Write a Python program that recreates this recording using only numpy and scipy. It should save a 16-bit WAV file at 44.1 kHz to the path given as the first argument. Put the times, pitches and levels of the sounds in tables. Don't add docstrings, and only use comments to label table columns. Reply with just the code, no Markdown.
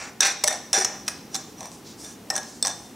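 import sys
import numpy as np
from scipy import signal
from scipy.fft import rfft, irfft
from scipy.io import wavfile
from scipy.ndimage import uniform_filter1d

SR = 44100
rng = np.random.default_rng(int(sys.argv[2]) if len(sys.argv) > 2 else 0)


def master_out(mix):
    frames = np.transpose(np.atleast_2d(mix))
    ceiling = np.clip(frames, -1, 1)
    pcm = np.round(ceiling * 32767).astype(np.int16)
    wavfile.write(sys.argv[1], SR, pcm)


def how_loud(loudness_db):
    steps = np.asarray(loudness_db, float) / 20
    return 10 ** steps


N = 130095
LEFT_RIGHT = np.array([[1], [-1]])


def level(x, rms_db):
    return x * how_loud(rms_db) / np.sqrt(np.mean(x ** 2))


def band(x, lo_hz, hi_hz):
    return signal.sosfilt(signal.butter(2, [lo_hz, min(hi_hz, SR / 2.1)], "band", fs=SR, output="sos"), x)


def mode(x, hz, t60_s):
    r = 1000. ** (-1 / (t60_s * SR))
    w = 2 * np.pi * hz / SR
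    return signal.lfilter([0, 2 * np.sin(w) * np.sqrt(1 - r)], [1, -2 * r * np.cos(w), r * r], x)


def walk(rate_hz):
    hold = int(SR / rate_hz)
    return uniform_filter1d(np.repeat(rng.standard_normal(N // hold + 1), hold), hold)[:N]


def hump(start_s, length_s, rise):
    sag_db = 10
    u = (np.arange(N) / SR - start_s) / length_s
    rise = np.clip(rise, .02, .95)
    swell = np.clip(np.minimum(u / rise, (1 - u) / 0.26 + 1), 0, 1) ** 0.72
    return swell * how_loud(-sag_db * np.clip(u - rise, 0, 2))


# f/Hz, density/dB per Hz
KITCHEN_SPECTRUM = [(15, -48), (30, -29), (60, -13.5), (227, -1.5), (378, -6), (614, -15.5), (762, -13),
                    (1450, -22), (5730, -27), (15500, -33)]


def kitchen():
    hum_db, side_db = -45, -10.5
    log_hz = np.log(np.maximum(np.fft.rfftfreq(N, 1 / SR), 1))
    table = np.array(KITCHEN_SPECTRUM)
    shape = how_loud(np.interp(log_hz, np.log(table[:, 0]), table[:, 1], left=-70))
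    mid, side = level(irfft(rfft(rng.standard_normal((2, N))) * shape, N), hum_db)
    return mid * how_loud(1.13 * walk(4.46)) + how_loud(side_db) * band(side, 400, 7900) * LEFT_RIGHT


def rubbing():
    grit_per_s, grit_spread_db, stutter_db = 6000, 1.6, 1.8
    hiss = rng.standard_normal(N)
    clicks = (rng.random(N) < grit_per_s / SR) * how_loud(grit_spread_db * rng.exponential(1, N)) * np.sign(hiss)
    return level(level(clicks, 0) + 0.54 * hiss, 0) * how_loud(stutter_db * walk(170))


# start t/s, length/s, level/dB, low share/dB, rise share of length
DRAGS = [(-.02, 0.12, -46, 9, .1), (0.201, 0.11, -22.5, -7.5, 0.35), (0.46, 0.023, -24.5, -8, 0.94),
         (0.491, 0.071, -30, -0.5, 0.21), (0.73, 0.095, -18, -5, 0.14), (0.85, 0.12, -49, 12, 0.076),
         (1.059, 0.02, -43.5, -10, 0.4), (1.073, 0.059, -39.5, -5, 0.14), (1.31, 0.055, -39.5, -10, 0.86),
         (1.379, 0.037, -44, 0, 0.63), (1.561, 0.11, -41, -4.5, 0.81), (2.032, 0.08, -41.5, -7.5, 0.18),
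         (2.325, 0.056, -32, -3.5, 0.91), (2.638, 0.076, -28.5, -7.5, 0.19)]


def drags(rub):
    drag_db, low_share_db = -1.5, 4.5
    high, low = np.zeros(N), np.zeros(N)
    for start_s, length_s, db, low_db, rise in DRAGS:
        force = hump(start_s, length_s, rise) * how_loud(db + drag_db) * rub
        high += force
        low += force * how_loud(low_db + low_share_db)
    return high, low


# start t/s, length/s
ROCKS = [(-.02, .09), (.21, .09), (.21, .09), (-.02, .1), (.44, .095), (.745, .06), (.735, .1), (1.6, .075),
         (2.305, .09), (2.645, .055), (.21, .09), (.735, .1), (.735, .1), (-.02, .1)]
# level/dB, centre f/Hz
RUMBLES = [(-39, 1230), (-24, 2040), (-29.5, 3100), (-43, 1720), (-34.5, 620), (-32.5, 387), (-33, 1660),
           (-40, 770), (-36, 754), (-32, 795), (-32.5, 4230), (-36, 2600), (-37.5, 4460), (-47, 5400)]


def rocking(rub):
    out = np.zeros(N)
    for (start_s, length_s), (db, hz) in zip(ROCKS, RUMBLES):
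        grind = band(hump(start_s, length_s, 0.24) * rub, hz * 0.6, hz * 1.59)
        out += how_loud(db + 14.0) * band(grind, hz * 0.61, hz * 1.504)
    return out


# t/s, level/dB, low share/dB, chatter/ms, ring/dB
TAPS = [(.2060, 2, -44, 4.1, 3.5), (.4382, 2, -21, 2.5, -18), (.4415, -1.5, -5, 2.6, 6),
        (.4762, 3.5, -20, 1.6, -4), (.4803, -1.5, -16, 4.2, 4), (.7303, -1.5, -26, 2.8, 0),
        (.8495, -1.5, -13, 3.1, -22), (1.0795, -7.5, -24, 4.1, -21), (1.083, -7.5, -8, 4.4, -0.5),
        (1.3445, -12, -27, 7.6, -18), (1.3525, -11.5, -9, 5.6, -26), (1.362, -12.5, -7.5, 3, -14),
        (2.3015, -10, -17, 4.7, 6), (2.3545, -10.5, -11, 2.2, -8), (2.3635, -6.5, -16, 1.8, -9),
        (2.379, -11, -12, 2.1, -13), (2.6262, -3, -19, 1.9, 5), (2.6498, -7.5, -6, 2, 11),
        (2.6605, -6.5, -20, 0.68, -16), (2.670, -7, -12, 2.5, 1)]
# t/s, level/dB, low share/dB, chatter/ms
TICKS = [(.2325, -24, -19, 2.3), (0.2543, -3.5, -7, 3.3), (0.2668, -7, -28, 8.2), (.3045, -14, -24, 1.1),
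         (.5125, -34, -11, 1.5), (0.5269, -10.5, -13, 2.3), (1.196, -39, -20, 0.49),
         (1.6066, -18.5, -21, 3.3), (1.63, -19, 0, 0.92), (1.656, -21.5, -5, 2.9), (1.717, -25.5, -5, 0.63),
         (2.0472, -16.5, -31, .8), (2.127, -32, -19, 1.1), (2.307, -15, 1.5, 5.2), (2.3393, -23, -30, 1.1),
         (2.4322, -16, -40, 0.4), (2.4693, -33, -18, 1.1), (2.6805, -7, -4.5, 1.55), (2.694, -21, -12, 1.2),
         (2.845, -40, -18, .5), (0.8467, -4.5, -18, 1.1), (1.0975, -24, -2, 1.8)]


def strikes():
    tap_db, scatter_db, tick_ring_db, spots = -18.5, 3, -8, 30
    t = np.arange(int(.02 * SR)) / SR
    hits = []
    for s, db, low_db, chatter_ms, ring_db in list(TAPS) + [(*tick, tick_ring_db) for tick in TICKS]:
        spot_db = scatter_db * rng.standard_normal(spots)
        chatter = np.sign(rng.standard_normal(len(t))) * np.exp(-(t * 1000 / max(chatter_ms, .2)) ** 2)
        burst = (1.63 * (t == 0) + chatter) * how_loud(db + tap_db)
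        hits.append((int(s * SR), burst, low_db, ring_db, spot_db))
    return hits


def drive(hits, drag, spot, low, tap_db, drag_db, ring=False):
    x = drag[low] * how_loud(drag_db)
    for start, burst, low_db, ring_db, spot_db in hits:
        gain_db = tap_db + spot_db[spot] + low * (low_db + 12)
        if ring:
            x[start] += 4 * burst[0] * how_loud(gain_db + ring_db)
        else:
            x[start:][:len(burst)] += burst * how_loud(gain_db)
    return x


# f/Hz, level/dB, t60/s
LOW_BODY = [(637, -24, 0.11), (783, -6.5, 0.051), (823, -6, 0.084), (1015, -9.5, 0.022),
            (1243, -7.5, 0.0082), (1456, -19, 0.057), (1850, -20, 0.09), (1805, -8, 0.038),
            (2220, -10, 0.0064), (2550, -14.5, 0.0055)]
# f/Hz, level/dB, t60/s
HIGH_BODY = [(4280, -6.5, 0.0024), (5490, -19, 0.02), (5780, -5.5, 0.026), (5817, 2.5, 0.024),
             (5920, 1, 0.0091), (6910, -3, 0.011), (7620, -8, 0.031), (8540, -2, 0.032), (9900, -14, 0.036),
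             (11800, -39, .03)]


def body(hits, drag):
    out = np.zeros(N)
    for k, (hz, db, t60_s) in enumerate(LOW_BODY + HIGH_BODY):
        out += how_loud(db - 9) * mode(drive(hits, drag, k, int(hz < 3000), -5.5, 0), hz, t60_s)
    return out


# f/Hz, level/dB, t60/s
RINGS = [(3572, -13, .09), (3615, -16, .06), (5365, -19, .12), (6225, -21, .1), (7197, -18, .13),
         (9243, -22, .1), (1665, -15, .17)]


def rings(hits, drag):
    ring_db = 4
    out = np.zeros(N)
    for k, (hz, db, t60_s) in enumerate(RINGS):
        force = drive(hits, drag, 20 + k, 0, 3.1, -0.33, ring=True)
        out += how_loud(db - 7.5 + ring_db) * mode(force, hz, t60_s) * how_loud(2 * walk(60))
    return out


# f/Hz, level/dB, t60/s
CLACK = [(1897, -13, 0.049), (4320, -22, 0.0089), (5610, -3.5, 0.024), (6250, 0, 0.0037),
         (7880, -0.5, 0.0039), (9750, -12, 0.021), (12800, -12, 0.0073)]


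def clack(hits, drag):
    out = np.zeros(N)
    for k, (hz, db, t60_s) in enumerate(CLACK):
        out += how_loud(db) * mode(drive(hits, drag, 3 * k + 1, int(hz < 3000), 0.1, -58), hz, t60_s)
    return out


def contact():
    crack_db, thud_db, dull_hz = -29, -6.5, 10300
    rub = rubbing()
    drag, hits = drags(rub), strikes()
    out = how_loud(crack_db) * band(drive(hits, drag, 29, 0, 5.2, -.5), 3150, 10000)
    out += how_loud(thud_db) * band(drive(hits, drag, 28, 1, 0.15, -0.063), 500, 2300)
    out += body(hits, drag) + rings(hits, drag) + clack(hits, drag) + rocking(rub)
    out = signal.sosfilt(signal.butter(2, dull_hz, fs=SR, output="sos"), out)
    out += band(drive(hits, drag, 29, 0, -12, -37), 10000, 17000)
    return signal.sosfilt(signal.butter(4, 380, "high", fs=SR, output="sos"), out)


# t/s, f/Hz, level/dB, t60/s
PINGS = [(.2062, 5840, -12, 0.052), (.2062, 3740, -13, 0.026), (.2062, 7930, -9, .012),
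         (.4385, 7620, -13, 0.011), (.4385, 9720, -16.5, 0.016), (.4415, 2175, -18, 0.026),
         (.4415, 4360, -15.5, 0.018), (.4415, 9200, -37, 0.092), (.4415, 600, -23.5, .12),
         (.4805, 10100, -15, 0.0098), (.4805, 1783, -22, 0.051), (.4805, 6010, -10, 0.021),
         (.5125, 1860, -24.5, 0.043), (.5125, 700, -28.5, 0.064), (.7305, 5340, -7, 0.017),
         (.7305, 10050, -18, 0.022), (.7305, 7200, -23, 0.062), (.8468, 5920, -6.5, 0.012),
         (.8497, 5920, -19, .015), (.8505, 5340, -23, .08), (1.080, 5080, -12.5, 0.0072),
         (1.0815, 2560, -21, 0.014), (1.083, 5750, -22.5, .03), (1.0825, 1240, -29, 0.037),
         (1.085, 9250, -36.5, 0.1), (1.346, 780, -34.5, 0.15), (2.3015, 5300, -14.5, 0.025),
         (2.303, 1823, -26, 0.061), (2.303, 765, -25.5, 0.064), (2.302, 7700, -23, 0.027),
         (2.339, 8200, -27, .012), (2.3545, 5800, -17.5, 0.032), (2.3635, 8730, -18, 0.016),
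         (2.364, 1665, -35.5, 0.23), (2.6264, 8080, -4.5, 0.0098), (2.6264, 5380, -11, 0.019),
         (2.6264, 4350, -14, 0.011), (2.6498, 4130, -26, .03), (2.6498, 5240, -19, .02),
         (2.6605, 4830, -15, 0.0053), (2.670, 8150, -21, 0.05), (2.046, 3585, -39.5, 0.084),
         (2.627, 3588, -27.5, 0.27), (.734, 3570, -24, 0.23), (.481, 3624, -30, 0.24),
         (1.3445, 3598, -31.5, 0.12), (1.353, 7197, -32.5, 0.2), (.779, 376, -24, 0.094),
         (1.608, 764, -35, 0.088), (1.717, 7900, -30, .004)]


def pings():
    rise_s = 0.00025
    out, t = np.zeros(N), np.arange(int(.25 * SR)) / SR
    for (s, hz, db, t60_s), turn in zip(PINGS, rng.random(len(PINGS))):
        envelope = (1 - np.exp(-t / rise_s)) * how_loud(db - 60 * t / t60_s)
        out[int(s * SR):][:len(t)] += envelope * np.sin(2 * np.pi * (hz * t + turn))
    return out


# start t/s, length/s, level/dB, centre f/Hz, gap song/dB
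SMEARS = [
    (1.69, 0.1, -43.5, 7700, -16),
    (1.84, 0.096, -39, 5630, -16),
    (1.965, 0.16, -38.5, 7560, -2.5),
    (2.4, 0.24, -42.5, 6950, -14),
    (2.7, 0.22, -47.5, 8160, -8),
]


def paste():
    gap_hz, gap_rise_hz_per_s, gap_width_hz, gap_rms_db = 5000, 9000, 350, -4
    hiss = rng.standard_normal(N) * how_loud(1.4 * walk(55))
    ticks = 4 * (rng.random(N) < 150 / SR) * rng.standard_normal(N)
    wet = hiss + ticks
    narrow = level(band(wet, 20, gap_width_hz), gap_rms_db)
    out, t = np.zeros(N), np.arange(N) / SR
    for s, length_s, db, hz, gap_db in SMEARS:
        turns = gap_hz * t + gap_rise_hz_per_s * (t - s) ** 2 / 2
        tones = np.sin(2 * np.pi * turns) + 0.34 * np.sin(2 * np.pi * (turns + 2700 * t))
        gap = how_loud(gap_db) * narrow * tones * (np.abs(t - s) < 2 * length_s)
        out += how_loud(db) * hump(s, length_s, 0.37) * (band(wet, hz * 0.63, hz * 1.22) + gap)
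    return out


def room(x):
    t60_s, top_t60_s, gap_s, room_db, side_db = 0.54, 0.23, 0.0022, -10.5, -11
    t = np.arange(int(.7 * SR)) / SR
    noise = rng.standard_normal((2, len(t))) * (t > gap_s)
    tail = band(noise, 250, 6640) * how_loud(-60 * t / t60_s)
    tail += band(noise, 4460, 13300) * how_loud(-60 * t / top_t60_s)
    tail /= np.sqrt(np.sum(tail[0] ** 2))
    mid, side = signal.fftconvolve(x[None], tail, axes=1)[:, :N] * how_loud(room_db)
    return mid + how_loud(side_db) * band(side, 1000, 7200) * LEFT_RIGHT


def scene():
    pan_share = 1.5
    near = contact() + paste() + pings()
    spread = how_loud(-20) * band(np.roll(near, 9) - near, 1800, 11000) + near * pan_share / 40.0
    return near + spread * LEFT_RIGHT + room(near) + kitchen()


def roll_off(x):
    return signal.sosfilt(signal.butter(12, 16730, fs=SR, output="sos"), x)


def record(dry):
    top_hz = 15700
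    rounded = np.tanh(1.244 * dry) / 1.191
    mix = signal.sosfilt(signal.ellip(8, .2, 50, top_hz, fs=SR, output="sos"), rounded)
    return roll_off(mix)


dry = scene()
out = record(dry)
master_out(out)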